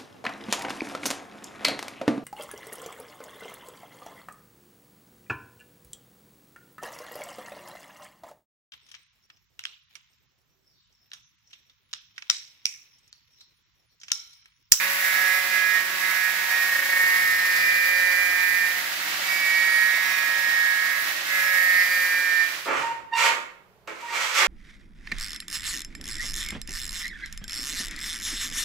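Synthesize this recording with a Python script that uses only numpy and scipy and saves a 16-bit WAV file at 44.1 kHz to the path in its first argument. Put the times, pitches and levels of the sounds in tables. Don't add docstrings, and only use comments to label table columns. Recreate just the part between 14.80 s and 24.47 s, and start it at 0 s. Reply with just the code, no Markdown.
import sys
import numpy as np
from scipy import signal
from scipy.fft import rfft, irfft, next_fast_len
from scipy.io import wavfile

SR = 44100
rng = np.random.default_rng(int(sys.argv[2]) if len(sys.argv) > 2 else 0)


def persist_wave(psi):
    counts = np.round(np.clip(psi, -1, 1) * 32767).astype(np.int16)
    wavfile.write(sys.argv[1], SR, np.atleast_2d(counts).T)


def to_linear_factor(level_db):
    exponent = np.asarray(level_db, float) / 20
    return 10 ** exponent


N = 426444
TIME = np.arange(N) / SR
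SIZE = next_fast_len(N + SR)
HZ = np.maximum(np.arange(SIZE // 2 + 1) * SR / SIZE, 1.)
SIDES = np.array([[1.], [-1.]])
FADE_S = 7.74

# frequency in Hz, likeness from 0 to 1.
GRINDER_LIKENESS = [(60, 0.12), (130, 0.31), (290, 0.75), (640, 1), (1410, 0), (3100, 0.18), (6820, 0.036),
                    (15000, 0.042)]
# frequency in Hz, left minus right in dB.
GRINDER_BALANCE = [(60, -7), (200, -1.5), (500, -7), (1300, -10.5), (2400, -4), (4400, -5.5), (7000, -4),
                   (9000, 6), (11000, 7), (15000, -0.5)]
# frequency in Hz, relative density in dB per Hz.
SCRAPE_COLOUR = [(88, -81), (150, -83), (510, -3.5), (710, -11), (914, -3.5), (1270, 1), (1670, -3.5),
                 (2190, 0.5), (3630, -12.5), (7600, -17), (9230, -24.5), (14400, -30.5), (15600, -31)]
# frequency in Hz, left minus right in dB.
TROWEL_BALANCE = [(60, 7.5), (240, -2), (950, -4.5), (3770, -6.5), (15000, -0.5)]


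def rms_one(x):
    return x / np.sqrt(np.mean(x ** 2) + 1e-20)


def in_time(rows):
    s, *columns = np.transpose(rows)
    return [np.interp(TIME, s, c) for c in columns]


def within(rows):
    return np.clip(np.minimum(TIME - rows[0][0], rows[-1][0] + .01 - TIME) / .005 + 1, 0, 1)


def ramps(t, start, end, rise_per_s, fall_per_s):
    return np.minimum((t - start) * rise_per_s, (end - t) * fall_per_s)


def at_hz(points, hz=HZ):
    return np.interp(np.log(hz), np.log(np.array(points)[:, 0]), np.array(points)[:, 1])


def coloured(x, gain):
    return irfft(rfft(x, SIZE) * gain, SIZE)[..., :N]


def drift(rate):
    r = np.exp(-80 * np.pi * rate / SR)
    slow = signal.lfilter([1], [1, -2 * r, r * r], rng.standard_normal(N // 40 + 4002))[4000:]
    return np.interp(np.arange(N) / 40, np.arange(len(slow)), rms_one(slow - slow.mean()))


def wide_noise(spectrum, likeness, balance):
    mid, side = rfft(rng.standard_normal((2, SIZE)))
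    alike = np.clip(at_hz(likeness), 0, 1)
    both = np.sqrt(1 + alike) * mid + np.sqrt(1 - alike) * side * SIDES
    both = both * to_linear_factor(at_hz(spectrum) + SIDES * at_hz(balance) / 2)
    left_lag_s = 2 / SR
    both[0] *= np.exp(-2j * np.pi * HZ * left_lag_s)
    both = irfft(both, SIZE)[:, :N]
    return both / np.std(both.mean(axis=0))


def through_modes(modes, hz, between_db):
    coarse = hz[::40]
    power = to_linear_factor(2 * between_db)
    for mode_hz, width_hz, db in modes:
        power = power + to_linear_factor(2 * db) / (1 + ((coarse - mode_hz) / (width_hz / 2)) ** 2) ** 2
    return np.interp(np.arange(N) / 40, np.arange(len(coarse)), 10 * np.log10(power))


def grinder():
    # time in seconds, turns per second.
    speed = [(0, 186.0), (.3, 186.9), (.6, 185.9), (1.1, 185.6), (1.25, 186.4), (1.55, 185.6),
             (1.78, 186.1), (2.0, 184.7), (2.3, 184.0), (2.6, 182.8), (3.0, 181.7), (3.6, 180.9),
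             (3.9, 181.8), (4.2, 186.5), (4.47, 189.2), (5.3, 186.2), (6.14, 184.5), (6.5, 186.8),
             (7.1, 182.3), (7.3, 181.3), (7.5, 180.9), (7.85, 181.6)]
    # time in seconds, blow of each turn in relative dB,
    # grit on steel in relative dB, contact point from about -1 at the heel to 1 at the tip.
    lean = [(0.0, -29.5, -32, -0.71), (0.35, -22, -31.5, -0.74), (0.85, -27, -36, -1.56),
            (1.0, -23, -36, .1), (1.3, -26.5, -34.5, -1.2), (1.6, -24.5, -34.5, -0.15), (1.9, -27, -34, 1),
            (2.35, -26, -33.5, 0.36), (2.6, -25, -34.5, -0.094), (3.0, -25, -34, -0.15),
            (3.6, -24.5, -35, -0.026), (3.85, -26, -34.5, 0.3), (4.0, -16, -35.5, -0.19),
            (4.42, -23, -37, .1), (4.52, -24, -35.5, 0.59), (4.95, -18, -38.5, 0.93),
            (5.3, -23.5, -35.5, -0.58), (5.65, -25.5, -38.5, 0.6), (5.8, -25, -39.5, .9),
            (6.05, -26.5, -38.5, 0.29), (6.18, -30.5, -37, -0.92), (6.3, -36, -36.5, 0.73),
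            (6.4, -23.5, -41.5, 0.29), (6.55, -28, -34.5, -1), (6.8, -25, -34.5, 0.82),
            (7.05, -23, -35, -0.5), (7.2, -25.5, -34.5, .3), (7.58, -23.5, -41, 0.84)]
    # start in seconds, end in seconds, most weakening in dB.
    eases = [(0.05, 0.25, 7), (0.564, 0.73, 6.5), (0.975, 1.237, 9.5), (1.482, 1.72, 6.5), (1.98, 2.114, 4),
             (2.545, 2.697, 1.5), (3.848, 4.5, 25), (5.03, 5.126, 1), (6.293, 6.512, 12.5),
             (6.854, 6.96, 1), (7.02, 7.118, 5), (7.625, 8.2, 21)]
    ease_db_per_s, return_db_per_s = 140, 230
    grit_share = 0.09
    fade_db_per_s, end_s = 52, 7.88

    turns = in_time(speed)[0]
    blow_db, grit_db, point = in_time(lean)
    eased_db = sum(np.clip(ramps(TIME, start, end, ease_db_per_s, return_db_per_s), 0, db)
                   for start, end, db in eases)
    blow_db = blow_db - eased_db
    grit_db = grit_db - grit_share * eased_db
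    phase = 2 * np.pi * np.cumsum(turns * (1 + .0003 * drift(6))) / SR

    contact = bounce() * blade_whine(phase, turns, blow_db, grit_db, point) + grit_hiss(phase, grit_db)
    ringing = high_whine(phase, turns, blow_db) + blade_ring(grit_db, eased_db)
    fade = to_linear_factor(-fade_db_per_s * np.clip(TIME - FADE_S, 0, 1)) * within([[0], [end_s]])
    return fade * (fan_roar(turns) + contact + ringing)


def blade_whine(phase, turns, blow_db, grit_db, point):
    strong_orders = (7, 9, 10, 11, 12, 13)
    point_gains_db = (-3.2, -2, 3, -5.5, -0.8, -2.5)
    # frequency in Hz, width in Hz,
    # gain in dB.
    whine_modes = [(1291, 42, -17.5), (1642, 110, -8.5), (1667, 21.4, -2.5), (1826.6, 89, 0.5),
                   (1910, 17.5, -1), (2006.6, 66, -5.5), (2050, 24, -15.5), (2208, 42, -7),
                   (2263, 24.3, -2), (2355, 38, -5), (2416, 9.8, -10.5)]
    # multiple of the turn rate, relative level in dB.
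    faint_orders = [(1, -65), (2, -62), (3, -55), (4, -56), (5, -52), (6, -51), (8, -47), (14, -48),
                    (15, -54)]

    out = np.zeros((2, N))
    chatter_band = signal.butter(1, [25, 60], "band", fs=SR, output="sos")
    chatter = signal.sosfilt(chatter_band, rng.standard_normal((2, N)))
    flutter = np.sqrt(2) * (1 + 0.054 * rms_one(chatter[0]) + .05j * rms_one(chatter[1]))
    for multiple, point_db in zip(strong_orders, point_gains_db):
        mode_db = through_modes(whine_modes, multiple * turns, between_db=-24)
        level_db = blow_db + point_db * point + mode_db + 1.6 * drift(3.3)
        turning = to_linear_factor(level_db) * flutter * np.exp(1j * (multiple * phase + rng.uniform(0, 2 * np.pi)))
        out += spread_tone(turning, left_db=-10, wander_db=4.5, wander_rad=0.93)
    pressure_db = 0.99 * (grit_db + 39.5)
    for multiple, level_db in faint_orders:
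        angle = round(multiple) * phase + rng.uniform(0, 2 * np.pi)
        left = to_linear_factor(2.5) * np.cos(angle + 3.33 * drift(0.29))
        right = to_linear_factor(1.5) * np.cos(angle)
        out += to_linear_factor(level_db + pressure_db + 2 * drift(2.3)) * np.array([left, right])
    return out


def spread_tone(turning, left_db, wander_db, wander_rad):
    ratio_db = np.minimum(left_db + wander_db * drift(0.38), -3)
    left_to_right = to_linear_factor(ratio_db) * np.exp(1j * wander_rad * drift(0.39))
    right = 2 * turning / (1 + left_to_right)
    return np.array([(right * left_to_right).real, right.real])


def bounce():
    # time in seconds, bounces per second, depth from 0 to 1.
    bounces = [(1.865, 32, .1), (1.93, 31, .65), (2.05, 28.5, .65), (2.2, 28, .35), (2.3, 28, 0.02)]
    per_s, depth = in_time(bounces)
    started = TIME >= bounces[0][0]
    swing = np.cos(2 * np.pi * np.cumsum(per_s * started) / SR)
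    return 1 + started * np.clip(depth, 0, 1) * swing


def grit_hiss(phase, grit_db):
    # frequency in Hz, relative density in dB per Hz.
    grit_colour = [(30, -69), (150, -39), (700, -13.5), (1400, -2), (1900, 14.5), (2400, 6), (3000, -13.5),
                   (5000, -3), (6300, -5.5), (8000, -4.5), (8600, -6), (9600, -34), (9900, -3),
                   (15600, 1.5)]
    beat = 1 + 0.13 * np.cos(phase) + 0.069 * np.cos(2 * phase + 0.86)
    noise = wide_noise(grit_colour, GRINDER_LIKENESS, GRINDER_BALANCE)
    return to_linear_factor(grit_db + 5 + 0.95 * drift(25)) * beat * noise


def fan_roar(turns):
    # frequency in Hz, relative density in dB per Hz.
    fan_colour = [(71, -58), (120, -21), (184, -19), (240, -17.5), (300, -10.5), (470, -19), (576, -10),
                  (865, -9), (1130, -5), (1630, 1), (2820, -1), (4320, -3.5), (9190, -14), (11700, -27),
                  (15600, -40)]
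    fan_db = -33 + 0.39 * (turns - 186)
    noise = wide_noise(fan_colour, GRINDER_LIKENESS, GRINDER_BALANCE)
    return to_linear_factor(fan_db + 0.81 * drift(20.0)) * noise


def high_whine(phase, turns, blow_db):
    high_orders = (20, 23, 25, 26, 28, 29, 30, 31, 53, 54)
    # frequency in Hz, width in Hz, gain in dB.
    high_modes = [(3725, 40, -19), (4200, 54, -19.5), (4590, 45, -17.5), (4700, 60, -22), (4736, 62, -14.5),
                  (5195, 42, -20), (5300, 50, -17), (5576, 95, -22), (5770, 44, -24.5), (9940, 26, -24.5)]
    gear_order, gear_db = 61.7, -56
    gear = to_linear_factor(gear_db + 2.0 * drift(3)) * np.cos(gear_order * phase + 1.4 * drift(16))
    high = np.zeros(N)
    for multiple in high_orders:
        level_db = blow_db + through_modes(high_modes, multiple * turns, between_db=-56) + 2 * drift(5.9)
        angle = multiple * phase + .4 * drift(15) + rng.uniform(0, 2 * np.pi)
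        high += to_linear_factor(level_db) * np.cos(angle)
    return gear * to_linear_factor(SIDES * 1.5) + high * to_linear_factor(SIDES * -2.5)


def blade_ring(grit_db, eased_db):
    # frequency in Hz, width in Hz, relative level in dB.
    blade_modes = [(3864, 30, -53.5), (10750, 60, -69), (11750, 60, -60), (13500, 300, -56)]
    out = np.zeros((2, N))
    grit = rfft(rng.standard_normal((2, SIZE)))
    modes = [(hz, width_hz, level_db + grit_db + 38 + 3.2 * drift(1.0))
             for hz, width_hz, level_db in blade_modes]
    thin_db = -56 - .7 * eased_db + 5.5 * drift(1.1)
    modes.append((9920, 40, thin_db))
    for hz, width_hz, level_db in modes:
        mode = 1 / (1 + ((HZ - hz) / (width_hz / 2)) ** 2)
        pan = to_linear_factor(SIDES * at_hz(GRINDER_BALANCE, hz) / 2)
        out += to_linear_factor(level_db) * pan * rms_one(irfft(grit * mode, SIZE)[:, :N])
    return out


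def trowel():
    rough = scrape() + touches()
    tonal = squeak()
    direct = to_linear_factor(-3.5) * rough + to_linear_factor(-0.5) * tonal
    echoes = room(to_linear_factor(-0.5) * rough + to_linear_factor(-7) * tonal)
    return coloured(direct + echoes, to_linear_factor(SIDES * at_hz(TROWEL_BALANCE) / 2))


def scrape():
    # time in seconds, relative scrape level in dB, extra treble
    # in dB as the blade stands steeper.
    sweeps = [
        [(7.86, -31, -16.5), (7.89, -21.5, -14), (7.99, -29.5, -1.5), (8.093, -47, 5), (8.2, -51, -9)],
        [(8.312, -52, -5), (8.376, -29.5, 10), (8.468, -19.5, 2), (8.56, -61, -21)],
        [(9.067, -70, -8), (9.079, -30, -11.5), (9.14, -50, 1), (9.255, -47.5, 5.5), (9.305, -41.5, 5.5),
         (9.335, -30, 4.5), (9.515, -38, 11.5), (9.57, -28.5, 12.5), (9.62, -19.5, -2), (9.67, -27, 0)],
    ]
    grains = rng.standard_normal(N) * (rng.random(N) < 15000 / SR)
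    whole = rms_one(coloured(grains, to_linear_factor(at_hz(SCRAPE_COLOUR))))
    high = coloured(whole, 1 / np.sqrt(1 + (2800 / HZ) ** 4))
    boom = rms_one(coloured(grains, 1 / (1 + (270 / HZ) ** 6) / (1 + (HZ / 480) ** 3)))
    out = np.zeros(N)
    for stroke in sweeps:
        level_db, treble_db = in_time(stroke)
        boom_db = -19.5 - 0.76 * treble_db - 0.46 * (level_db + 36)
        gate = within(stroke)
        span = gate > 0
        tilted = whole[span] + (to_linear_factor(treble_db[span]) - 1) * high[span] + to_linear_factor(boom_db[span]) * boom[span]
        out[span] += gate[span] * to_linear_factor(level_db[span] + 1.6 * drift(30)[span]) * tilted
    return out


def squeak():
    # start in seconds, length in
    # seconds, mean frequency in Hz, relative level in dB, relative level of the second partial in dB.
    squeaks = [(8.015, .13, 924, -27, -10), (8.125, .07, 923, -37, -9), (8.17, .14, 922, -47, -17),
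               (8.308, .135, 920, -24.5, -7), (8.42, .11, 925, -25, -11), (9.21, .085, 946, -35, -15),
               (9.265, .055, 931, -40, 5), (9.285, .085, 931, -33, -18), (9.35, .065, 929, -34, -8),
               (9.435, .05, 920, -41, -12)]
    # start in seconds, length in seconds, relative level in dB.
    neighbour_rings = (8.315, 0.14, -28)
    neighbour_hz = 977
    out = np.zeros(N)
    waver, unsteady_db = drift(30), drift(20)
    second_wander_db, third_wander_db = 2.5 * drift(15), 2.5 * drift(15)
    for start, length, tone_hz, db, second_db in squeaks:
        span = slice(int((start - .03) * SR), int((start + length + .03) * SR))
        t = TIME[span]
        bending = np.exp(2j * np.pi * np.cumsum(tone_hz * (1 + 0.0011 * waver[span])) / SR)
        strength = grip(t, start, length, db + unsteady_db[span])
        ringing = np.minimum(grip(t, *neighbour_rings) / to_linear_factor(db), 1)
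        beside = ringing * np.exp(2j * np.pi * neighbour_hz * t)
        driven = bending + 0.27 * beside
        third_db = -20 + 18 * ringing + third_wander_db[span]
        second = to_linear_factor(second_db + second_wander_db[span]) * driven ** 2
        upper = driven ** 3 + 0.28 * driven ** 4 + 0.13 * driven ** 5 + 0.054 * driven ** 6
        out[span] += strength * (bending + beside + second + to_linear_factor(third_db) * upper).real
    return out


def grip(t, start, length, db):
    climb_db = ramps(t, start, start + length, rise_per_s=1600, fall_per_s=1300)
    return to_linear_factor(db + np.minimum(climb_db - 32.5, 0))


def touches():
    # time in seconds, relative level at the onset in dB.
    contacts = [(7.864, -32), (9.075, -33)]
    out = np.zeros(N)
    for s, onset_db in contacts:
        after = np.maximum(TIME - s, 0)
        out += to_linear_factor(onset_db) * (TIME >= s) * np.exp(-after / 0.0029)
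    colour = to_linear_factor(at_hz(SCRAPE_COLOUR)) * (HZ / 2000) ** 0.34
    return out * rms_one(coloured(rng.standard_normal(N), colour))


def room(x):
    # frequency in Hz, time to decay by 60 dB in seconds.
    decay_times = [(150, 0.66), (400, 0.57), (1500, 0.55), (4000, 0.43), (8000, 0.39), (14000, 0.44)]
    t, tail = np.arange(SR) / SR, np.zeros((2, SR))
    octaves = 60 * 2. ** np.arange(9)
    for low, high in zip(octaves, octaves[1:]):
        octave = signal.butter(2, [low, high], "band", fs=SR, output="sos")
        band = signal.sosfilt(octave, rng.standard_normal((2, SR)))
        tail += band * to_linear_factor(-60 * t / at_hz(decay_times, np.sqrt(low * high)))
    tail *= np.clip(t / 0.0055, 0, 1)
    return coloured(x, rfft(tail / np.sqrt(np.sum(tail ** 2) / 2), SIZE))


def rumble():
    # frequency in Hz, relative density in dB per Hz.
    rumble_colour = [(20, -25), (45, -22), (65, -2.5), (110, -4.5), (150, 0.5), (250, -26), (400, -63)]
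    # time in seconds, level at that time in dB.
    swells = [(2.25, -57), (2.4, -57), (2.53, -59), (6.76, -69), (6.95, -58), (8.0, -55), (8.2, -61),
              (8.4, -61), (9.67, -71)]
    floor_db, still_db = -70, -72.5
    level_db = np.where(TIME < FADE_S, floor_db, still_db) + 2.0 * drift(2.5)
    for s, db in swells:
        level_db = np.maximum(level_db, db + ramps(TIME, s, s, rise_per_s=100, fall_per_s=61))
    return to_linear_factor(level_db) * wide_noise(rumble_colour, GRINDER_LIKENESS, GRINDER_BALANCE)


def hush():
    # frequency in Hz, relative density in dB per Hz.
    hush_colour = [(15, -35), (25, -9), (77, -20), (318, -20), (383, -9), (691, -16.5), (856, -15.5),
                   (8100, -38), (15000, -34)]
    return to_linear_factor(-61.5) * wide_noise(hush_colour, GRINDER_LIKENESS, TROWEL_BALANCE)


def far_hum():
    # frequency in Hz, relative level in dB.
    hums = [(188.4, -78), (430.7, -82.5)]
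    return sum(to_linear_factor(level_db + 8.0) * np.sin(2 * np.pi * hz * TIME) for hz, level_db in hums)


def scene():
    return grinder() + trowel() + rumble() + hush() + far_hum()


def top_cut(x):
    return signal.sosfilt(signal.butter(12, 16780, fs=SR, output="sos"), x)


def record(dry):
    dip_hz, dip_width_hz, dip_db, top_hz = 8550, 350, -5, 15600
    dip = to_linear_factor(dip_db * np.exp(-((HZ - dip_hz) / dip_width_hz) ** 2))
    steep_top = signal.ellip(10, .5, 70, top_hz, fs=SR, output="sos")
    mix = signal.sosfilt(steep_top, coloured(dry, dip))
    return top_cut(mix)


dry = scene()
out = record(dry)
persist_wave(out)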